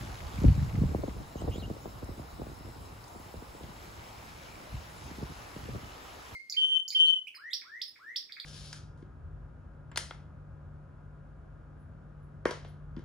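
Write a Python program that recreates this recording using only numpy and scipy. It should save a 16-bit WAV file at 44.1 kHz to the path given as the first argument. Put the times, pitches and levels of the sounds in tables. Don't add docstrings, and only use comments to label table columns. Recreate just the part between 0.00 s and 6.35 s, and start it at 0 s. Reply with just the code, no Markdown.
import sys
import numpy as np
from scipy import signal
from scipy.fft import rfft, irfft, next_fast_len
from scipy.io import wavfile
from scipy.ndimage import uniform_filter1d, map_coordinates

SR = 44100
rng = np.random.default_rng(int(sys.argv[2]) if len(sys.argv) > 2 else 0)


def to_wav(sig):
    pcm = np.clip(np.atleast_2d(sig), -1, 1) * 32767
    pcm = np.round(pcm).astype(np.int16)
    wavfile.write(sys.argv[1], SR, pcm.T)


N = 280035

# t/s, level/dB
DRIVEWAY_LEVEL = [(0, -49), (.25, -52.5), (.47, -49.5), (.65, -53.5), (.85, -56), (1.1, -58.5), (1.3, -61),
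                  (2, -64), (2.6, -89)]
LAWN_LEVEL = [(0, -68), (2.6, -64.5), (3.3, -61), (3.56, -61.5), (3.78, -55.5), (4.5, -55), (5.5, -53),
              (6.35, -54)]
# f/Hz, relative level/dB
DRIVEWAY_SPECTRUM = [(300, -21), (900, 1.5), (1700, 2), (2600, -7), (4000, -7), (6200, -10), (8500, -14.5),
                     (12000, -16.5), (15000, -24)]
LAWN_SPECTRUM = [(400, -25), (1000, -1.5), (1700, 1.5), (3000, -5), (4300, -7.5), (6000, -9.5),
                 (8000, -16.5), (11000, -16), (15000, -36)]

def sprinkler_spray():
    hard_hits = droplets(rate_hz=450, scatter_db=3.5, q=1.8, tick_db=-6.5)
    driveway = spray(DRIVEWAY_LEVEL, DRIVEWAY_SPECTRUM, hard_hits, mist_db=-1.5, patchy_db=3.0)
    soft_hits = droplets(rate_hz=400, scatter_db=2.0, q=1.4, tick_db=-6.5)
    lawn = spray(LAWN_LEVEL, LAWN_SPECTRUM, soft_hits, mist_db=2.5, patchy_db=2.5)
    return driveway + lawn


def spray(landing, spectrum, impacts, mist_db, patchy_db):
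    water = spread(impacts + amp(mist_db) * rush(patchy_db), lambda hz: amp(along(spectrum, hz)))
    return water * amp(curve(landing) + 0.75 * wobble(14))


DROPLET_PITCHES_HZ = [1200, 1900, 2900, 4400, 6600, 9500, 13500]

def droplets(rate_hz, scatter_db, q, tick_db):
    pitched = sum(filtered(patter(rate_hz, scatter_db), lambda hz: resonance(hz, pitch_hz, pitch_hz / q))
                  for pitch_hz in DROPLET_PITCHES_HZ)
    ticks = patter(rate_hz=200, scatter_db=2.0)
    return unit(unit(pitched) + amp(tick_db) * ticks)


# crest t/s, length/s, f/Hz, width/Hz, level/dB
SPLASH_PATCHES = [(0.53, 0.73, 2230, 350, -59), (4.44, 1.3, 2320, 150, -64.5), (6, 2, 2960, 190, -68),
                  (5.9, 2, 1250, 130, -62), (2.5, 2.3, 1410, 260, -65)]

def splashes(rate_hz, scatter_db, unrest_db):
    out = np.zeros((2, N))
    for crest_s, length_s, pitch_hz, width_hz, db in SPLASH_PATCHES:
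        envelope = amp(db + unrest_db * wobble(9)) * swell(crest_s, length_s)
        out += envelope * spread(patter(rate_hz, scatter_db), lambda hz: resonance(hz, pitch_hz, width_hz))
    return out


# t/s, level/dB, f/Hz
LARGE_DROPS = [(0.204, -38.5, 2190), (0.482, -37.5, 2050), (0.63, -46, 2800), (.695, -43.5, 2460),
               (0.755, -40, 1680), (1.094, -44, 2150), (1.415, -46, 3480), (1.559, -44, 2580),
               (2.043, -47, 7000), (3.04, -49, 4800), (3.08, -51, 7000), (3.197, -49, 11000),
               (3.367, -52, 3900), (3.634, -47, 3600), (3.993, -46, 2180)]

def drops(gain_db, t60_s, q):
    out, t = np.zeros((2, N)), np.arange(SR // 20) / SR
    strays = stray_drops(count=32, rate_hz=11, boost_db=4, scatter_db=1, pitch_hz=2800, scatter_oct=0.32)
    for start_s, db, pitch_hz in LARGE_DROPS + strays:
        burst = rng.standard_normal((2, len(t))) * amp(-60 * t / t60_s)
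        splat = filtered(burst, lambda hz: resonance(hz, pitch_hz, pitch_hz / q) ** 2)
        add(out, start_s, amp(db + gain_db) * splat / np.abs(splat).max())
    return out


def stray_drops(count, rate_hz, boost_db, scatter_db, pitch_hz, scatter_oct):
    times_s = np.cumsum(rng.exponential(size=count)) / rate_hz
    size, detune = rng.standard_normal((count, 2)).T
    levels_db = np.interp(times_s, *np.transpose(DRIVEWAY_LEVEL)) + boost_db + scatter_db * size
    return list(zip(times_s, levels_db, pitch_hz * 2 ** (scatter_oct * detune)))


# f/Hz, relative level/dB
HISS_SPECTRUM = [(700, -51), (2000, -2), (2800, -9), (4500, -10), (6200, -11), (7800, -6.5), (9000, -5.5),
                 (11000, -12.5), (12100, -12.5), (13200, -11.5), (14500, -12.5), (15500, -12)]
# f/Hz, width/Hz, relative level/dB, left minus right/dB
# those near 8-10 kHz form an evenly spaced ripple
HISS_BANDS = [(2790, 55, 0.5, 1), (3020, 200, -6, 1), (3580, 110, -6, 2), (3920, 135, 1.3, 3),
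              (4400, 170, -9, 1), (4870, 130, -5, 3), (5208, 65, -0.8, 10), (5340, 260, -3, 1),
              (8350, 130, -4, 0), (8780, 150, -4, 0), (9230, 130, -5, 0), (9600, 250, -7, 0),
              (11900, 400, -10, 0), (14470, 250, -7, 0)]

def nozzles(hiss_db, bands_db, waver_db):
    def band_gain(hz):
        return sum(amp(db + left_db * LEFT_RIGHT) * np.abs(resonance(hz, pitch_hz, width_hz)) ** 2
                   for pitch_hz, width_hz, db, left_db in HISS_BANDS)
    hiss = spread(rush(patchy_db=2.5), lambda hz: amp(along(HISS_SPECTRUM, hz)))
    bands = unit(filtered(spread(rush(waver_db), np.ones_like), band_gain))
    return amp(hiss_db + 0.41 * wobble(25)) * hiss + amp(bands_db) * bands


# f/Hz, left minus right/dB
WATER_BALANCE = [(1000, -1.5), (2200, 1), (4500, 2.5), (8000, -0.17), (14000, 1.2)]

def lean_left(water):
    return filtered(water, lambda hz: amp(along(WATER_BALANCE, hz) * LEFT_RIGHT))


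# t/s, level/dB, upper edge f/Hz, relative wake/dB, relative rumble/dB, ring weight
EDDY_HITS = [(.383, -24, 170, -10, -16, 0), (.416, -22.5, 298, 1.5, -17, 0),
             (.441, -15.5, 420, 1, -16, 0.3), (0.448, -13.5, 223, 2, -6, 0),
             (.476, -12.5, 171, 0, -13, 0.33), (.483, -25, 380, 8, -20, 0.13),
             (.496, -15.5, 166, -3, -15, 0), (0.575, -22, 200, -9, -10, 0.11), (.622, -19, 143, 5, -24, 0),
             (0.744, -22.5, 227, 2, -11, 0.2), (0.774, -20.5, 139, -5, -10, 0), (.786, -30, 380, 3, -20, 0),
             (.815, -14.5, 224, 3, -16, 0.061), (.834, -21, 417, -2, -9, 0.17), (.887, -30, 320, 4, -12, 0),
             (0.914, -28, 420, 6, -12, 0), (.947, -19.5, 810, -14, -17, 0), (.957, -31, 520, -2, -14, 0),
             (.988, -28.5, 440, 8, -7, 0), (1.035, -24.5, 860, -1, -22, 0.063),
             (1.038, -21, 600, -2, -20, 1), (1.08, -26, 720, 0, -11, 0.058), (1.165, -36, 450, 4, -3, 0),
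             (1.205, -34.5, 560, 10, -20, 0.16), (1.355, -28, 685, -5, -16, 0.1),
             (1.403, -37, 400, 2, -6, 0), (1.419, -27, 860, -1.5, -11, 0.065),
             (1.441, -28, 640, 6, -7, 0.045), (1.476, -25, 796, 2.5, -11, 0.36),
             (1.483, -24.5, 604, 3, -11, 0.56), (1.556, -28.5, 537, -2, -10, 0.35),
             (1.579, -29.5, 507, 3, -6, 0.24), (1.626, -33.5, 700, 11, -4, 0.075),
             (1.677, -35.5, 450, -2, -10, .2), (1.7, -28, 800, -2, -9, 0),
             (1.709, -27, 470, -3, -15, 0.034), (1.765, -36, 600, 3, -16, 0.56),
             (1.835, -47, 600, 7, -15, 0), (1.856, -28.5, 900, 0.5, -16, 0.019),
             (1.874, -37, 600, 0, -10, 0), (2.028, -30, 720, 5, -13, 0), (2.089, -30, 550, 5, -5.5, 0.15),
             (2.177, -37, 560, 1, -8, 0), (2.195, -33.5, 700, -4, -16, 0), (2.325, -43.5, 560, -4, 0, 0),
             (2.395, -31, 460, 11, -10.5, 0.1), (2.417, -28.5, 1000, -1.5, -24, 0.13),
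             (2.43, -42, 480, -2, -15, 0), (2.467, -34.5, 800, -8, -26, 0.053),
             (2.516, -38, 450, 1, -5.5, 0.18), (2.574, -42, 380, 0, -13, 0), (2.605, -42, 380, -3, -14, 0),
             (2.647, -41, 477, 0, -5, 0), (2.665, -40, 560, -1, -9, 0), (2.687, -41, 560, -7, -13, 0),
             (2.761, -42, 480, 5, -16, 0), (2.919, -41.5, 420, 2, -17, 0), (3.159, -36.5, 420, 4, -17, 0),
             (3.197, -41, 480, -3, -7, 0), (3.258, -42, 520, -3, -14, 0), (3.289, -43, 520, -2, -14, 0),
             (3.34, -32, 760, -1, -11.5, 0.24), (3.422, -35.5, 900, 7, -21, .2),
             (3.548, -40.5, 600, -1, -14, 0.44), (3.608, -39.5, 680, -6, -7, 0),
             (3.635, -37.5, 330, -2, -9, 0), (3.686, -42, 380, 1, -5, 0), (3.875, -42, 420, -2, -12, 0.082),
             (4.737, -33.5, 150, -6, -12, 0), (5.111, -35.5, 380, -2, -13, 0),
             (5.183, -33.5, 360, 1, -15, 0.17), (5.212, -38, 380, -6, -6, 0),
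             (5.226, -29, 497, -4, -13.5, 0.035), (5.298, -36.5, 340, 5, -7.5, 0.13),
             (5.562, -32.5, 620, -15, -13, 0.059), (5.652, -39, 440, 3, -7, 0),
             (5.688, -33.5, 540, 8, -7, 0), (5.747, -32.5, 640, 6.5, -13, 0.1),
             (5.757, -32.5, 440, -4, -11, 0), (5.83, -37.5, 300, 0, -11, 0), (6.32, -40.5, 340, 1, -8, 0)]

def eddies(gain_db, approach_s, wake_s, side_db, crossing_s, ring_hz, ring_width_hz, ring_oct):
    out, t = np.zeros((2, N)), np.arange(-(SR // 32), SR // 8) / SR
    envelope = np.exp(-np.abs(t) / np.where(t < 0, approach_s, wake_s))
    for hit_s, db, edge_hz, wake_db, _, ring_weight in EDDY_HITS:
        shared, own = rng.standard_normal((2, len(t))) * envelope
        wake = shared + amp(side_db) * np.array([own, -own])
        wake = filtered(wake / np.linalg.norm(wake[0]), lambda hz: hz / (hz + 180))
        push = (t == 0) + amp(wake_db) * wake
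        lead_s = crossing_s * rng.choice([-1, 1]) * LEFT_RIGHT
        thump = filtered(push, lambda hz: buffet(hz, edge_hz, low_hz=51.7, lag_cycles=1.2)
                         * np.exp(2j * np.pi * hz * lead_s))
        pitch_hz = ring_hz * 2 ** (ring_oct * rng.uniform(-1, 1))
        thump += 2 * ring_weight * filtered(thump, lambda hz: resonance(hz, pitch_hz, ring_width_hz))
        add(out, hit_s + t[0], amp(db + gain_db) * thump / np.abs(thump).max())
    return out


def buffet(hz, edge_hz, low_hz=48, knee_hz=70, slope=1.0, lag_cycles=1.3):
    low_cut = 1 / (1 + (low_hz / (hz + 1)) ** 7)
    tilt = 1 / np.sqrt(1 + (hz / knee_hz) ** slope)
    high_cut = 1 / (1 + (hz / edge_hz) ** 4.18)
    return low_cut * tilt * high_cut * np.exp(-2j * np.pi * lag_cycles * np.log(hz + 1))


# t/s, level/dB
BREEZE_LEVEL = [(0.0, -42), (0.246, -44), (0.36, -39), (1.02, -40.5), (1.22, -47), (1.41, -57), (1.54, -50),
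                (1.95, -47), (2.43, -56), (2.6, -47), (2.92, -55), (3.2, -60), (3.52, -53.5), (4.19, -63.5),
                (4.65, -61), (5.09, -52.5), (5.5, -59), (5.71, -44.5), (5.95, -60), (6.22, -68),
                (6.35, -46)]

def churn(unrest_db, rise_s):
    power = amp(curve(BREEZE_LEVEL) + unrest_db * wobble(22.02)) ** 2
    for hit_s, db, _, _, rumble_db, _ in EDDY_HITS:
        age = np.maximum(np.arange(N) / SR - hit_s, 0) / rise_s
        power += (amp(db + rumble_db) * age * np.exp(1 - age)) ** 2
    return np.sqrt(power)


# crest t/s, length/s, level/dB
GUST_SWELLS = [(0.486, 0.073, -15.5), (0.596, 0.1, -24.5), (0.8, 0.21, -29), (0.857, 0.023, -23),
               (1.49, 0.027, -26), (2.81, 0.035, -45), (3.38, 0.03, -37.5), (3.992, 0.062, -43.5),
               (4.762, 0.086, -36)]

def wind(rumble_db, flutter_db, flutter_limit_db, side_db):
    rumble = filtered(rng.standard_normal((2, N)),
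                      lambda hz: buffet(hz, edge_hz=153, low_hz=49.5, knee_hz=44.7, slope=2.4))
    rumble /= np.sqrt(np.abs(uniform_filter1d(rumble ** 2, size=1800, axis=1)) + 1e-12)
    flutter = unit(filtered(patter(rate_hz=260, scatter_db=1.0), lambda hz: buffet(hz, edge_hz=440)))
    air = churn(unrest_db=4.5, rise_s=0.016)
    gusts = sum(amp(db) * swell(crest_s, length_s) for crest_s, length_s, db in GUST_SWELLS)
    rumble *= amp(rumble_db) * np.hypot(air, gusts)
    flutter *= amp(flutter_db) * np.minimum(air, amp(flutter_limit_db))
    mid, side = rumble + flutter
    side = amp(side_db) * filtered(side, lambda hz: 1 + 1j * hz / 190)
    return np.array([mid + side, mid - side])


# t/s, level/dB
TRAFFIC_LEVEL = [(0.0, -54), (0.88, -54.5), (1.04, -56), (2.83, -57), (5.59, -55), (6.35, -55.5)]
# f/Hz, relative level/dB
TRAFFIC_SPECTRUM = [(25, -9), (60, 6.5), (120, -9), (250, -5.5), (500, -5.5), (850, -3), (1250, -8),
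                    (1800, -16.5), (3000, -31), (6000, -67)]

def traffic(gain_db):
    hum = spread(rush(patchy_db=1.17), lambda hz: amp(along(TRAFFIC_SPECTRUM, hz)))
    return amp(curve(TRAFFIC_LEVEL) + gain_db) * hum


# t/s, level/dB
PASSING_LEVEL = [(0, -57), (3.3, -66.5), (4.6, -60), (5, -54), (5.4, -65), (5.9, -68), (6.35, -76)]

def engines(idle_db):
    def drone(pitch_hz, width_hz):
        return spread(rng.standard_normal((2, N)), lambda hz: resonance(hz, pitch_hz, width_hz) ** 2)
    passing = amp(curve(PASSING_LEVEL)) * drone(pitch_hz=143.5, width_hz=87)
    return passing + amp(idle_db) * drone(pitch_hz=103.6, width_hz=16)


# t/s, length/s, first f/Hz, middle f/Hz, last f/Hz, level/dB, rasp/Hz
BIRD_NOTES = [(1.355, .06, 6600, 6400, 6600, -59, 90), (1.37, .05, 2850, 3000, 3200, -55, 150),
              (1.395, .028, 6900, 7900, 7500, -55.5, 200), (1.493, .02, 7300, 7500, 7700, -57, 70),
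              (1.507, .056, 2650, 3100, 3180, -48.5, 190), (1.522, .08, 6750, 7000, 8150, -57.5, 210),
              (1.562, .03, 3350, 3650, 3950, -53, 250), (1.586, .04, 3900, 4050, 3550, -51.5, 230),
              (1.622, .042, 3250, 2760, 3400, -47.5, 100), (1.81, .05, 6950, 7200, 7400, -62, 70),
              (4.888, .05, 8800, 9000, 9150, -55, 135), (4.95, .03, 8600, 8850, 8900, -56, 135),
              (4.972, .022, 7200, 7200, 7150, -57, 70), (5.03, .026, 8950, 8900, 8850, -55, 135)]

def bird(gain_db, flicker_db, echo_db, t60_s):
    song, waver = np.zeros(N), wobble(700)
    for start_s, length_s, first_hz, middle_hz, last_hz, db, rasp_hz in BIRD_NOTES:
        progress = np.linspace(0, 1, int(length_s * SR))
        glide_hz = np.polyval(np.polyfit([0, .5, 1], [first_hz, middle_hz, last_hz], 2), progress)
        pitch_hz = glide_hz + rasp_hz * waver[round(start_s * SR):][:len(progress)]
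        envelope = amp(db + gain_db) * np.sqrt(np.abs(np.sin(np.pi * progress)))
        add(song, start_s, envelope * np.sin(2 * np.pi * np.cumsum(pitch_hz) / SR))
    song *= unit(amp(flicker_db * wobble(260)))
    direct = filtered(song, lambda hz: np.exp(1j * LEFT_RIGHT * port_angle(hz)))
    t = np.arange(SR // 2) / SR
    tail = rng.standard_normal((2, len(t))) * amp(-60 * t / t60_s)
    echo = signal.fftconvolve(song[None], tail / np.linalg.norm(tail[0]), axes=1)[:, :N]
    return direct + amp(echo_db) * echo


# f/Hz, coherence before clipping
PORT_COHERENCE = [(100, 0.92), (300, 0.54), (650, 0.038), (1200, 0.034), (1750, -0.4), (2600, 0.41),
                  (4400, 0.78), (5300, -0.15), (7000, 1), (9100, -1.7), (11000, 1), (13100, -1.04),
                  (15200, 0.88)]
LEFT_RIGHT = np.array([[.5], [-.5]])

def port_angle(hz):
    return np.arccos(np.clip(along(PORT_COHERENCE, hz), -1, 1))


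def spread(pair, colour):
    def response(hz):
        turn = port_angle(hz) / 2
        return colour(hz) * np.array([np.cos(turn), np.sin(turn)])
    mid, side = filtered(pair, response)
    return unit(np.array([mid + side, mid - side]))


def rush(patchy_db):
    spectra = signal.stft(rng.standard_normal((2, N)), nperseg=512)[2]
    patches = uniform_filter1d(rng.standard_normal(spectra.shape[1:]), size=6, axis=0)
    patches = unit(uniform_filter1d(patches, size=12, axis=1))
    return unit(signal.istft(spectra * amp(patchy_db * patches), nperseg=512)[1][:, :N])


def patter(rate_hz, scatter_db):
    hits = (rng.random((2, N)) < rate_hz / SR) * rng.standard_normal((2, N))
    return unit(hits * amp(scatter_db * np.clip(rng.standard_normal((2, N)), -2, 2)))


def resonance(hz, centre_hz, width_hz):
    return 1j * hz * width_hz / (centre_hz ** 2 - hz ** 2 + 1j * hz * width_hz)


def swell(crest_s, length_s):
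    return np.exp(-(2 * (np.arange(N) / SR - crest_s) / length_s) ** 2)


def wobble(rate_hz):
    knots = rng.standard_normal(int(N * rate_hz / SR) + 4)
    return map_coordinates(knots, [np.arange(N) * rate_hz / SR])


def curve(rows):
    return np.interp(np.arange(N) / SR, *np.transpose(rows))


def along(rows, hz):
    knots_hz, values = np.transpose(rows)
    return np.interp(np.log(hz + 1), np.log(knots_hz + 1), values)


def filtered(x, response):
    n = x.shape[-1]
    padded = next_fast_len(n + SR // 8)
    return irfft(rfft(x, padded) * response(np.fft.rfftfreq(padded, 1 / SR)), padded)[..., :n]


def add(track, start_s, sound):
    part = track[..., max(round(start_s * SR), 0):][..., :sound.shape[-1]]
    part += sound[..., :part.shape[-1]]


def amp(db):
    return 10 ** (np.asarray(db) / 20)


def unit(x):
    return x / np.sqrt(np.mean(x ** 2) + 1e-20)


def scene():
    water = sprinkler_spray() + splashes(rate_hz=260, scatter_db=-1.0, unrest_db=2.5)
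    water += nozzles(hiss_db=-59.5, bands_db=-64.5, waver_db=0.8)
    water += drops(gain_db=2.5, t60_s=0.036, q=1.4)
    air = wind(rumble_db=-3.5, flutter_db=-9.0, flutter_limit_db=-40.0, side_db=-13.5)
    thumps = eddies(gain_db=-0.5, approach_s=0.0061, wake_s=0.0097, side_db=-3, crossing_s=0.00026,
                    ring_hz=488, ring_width_hz=140, ring_oct=0.06)
    street = engines(idle_db=-61.5) + traffic(gain_db=5.5)
    song = bird(gain_db=-1.0, flicker_db=1, echo_db=-11.0, t60_s=0.16)
    return lean_left(water) + air + thumps + street + song


def record(dry, top_hz=15760):
    return filtered(dry, lambda hz: hz < top_hz)


dry = scene()
out = record(dry)
to_wav(out)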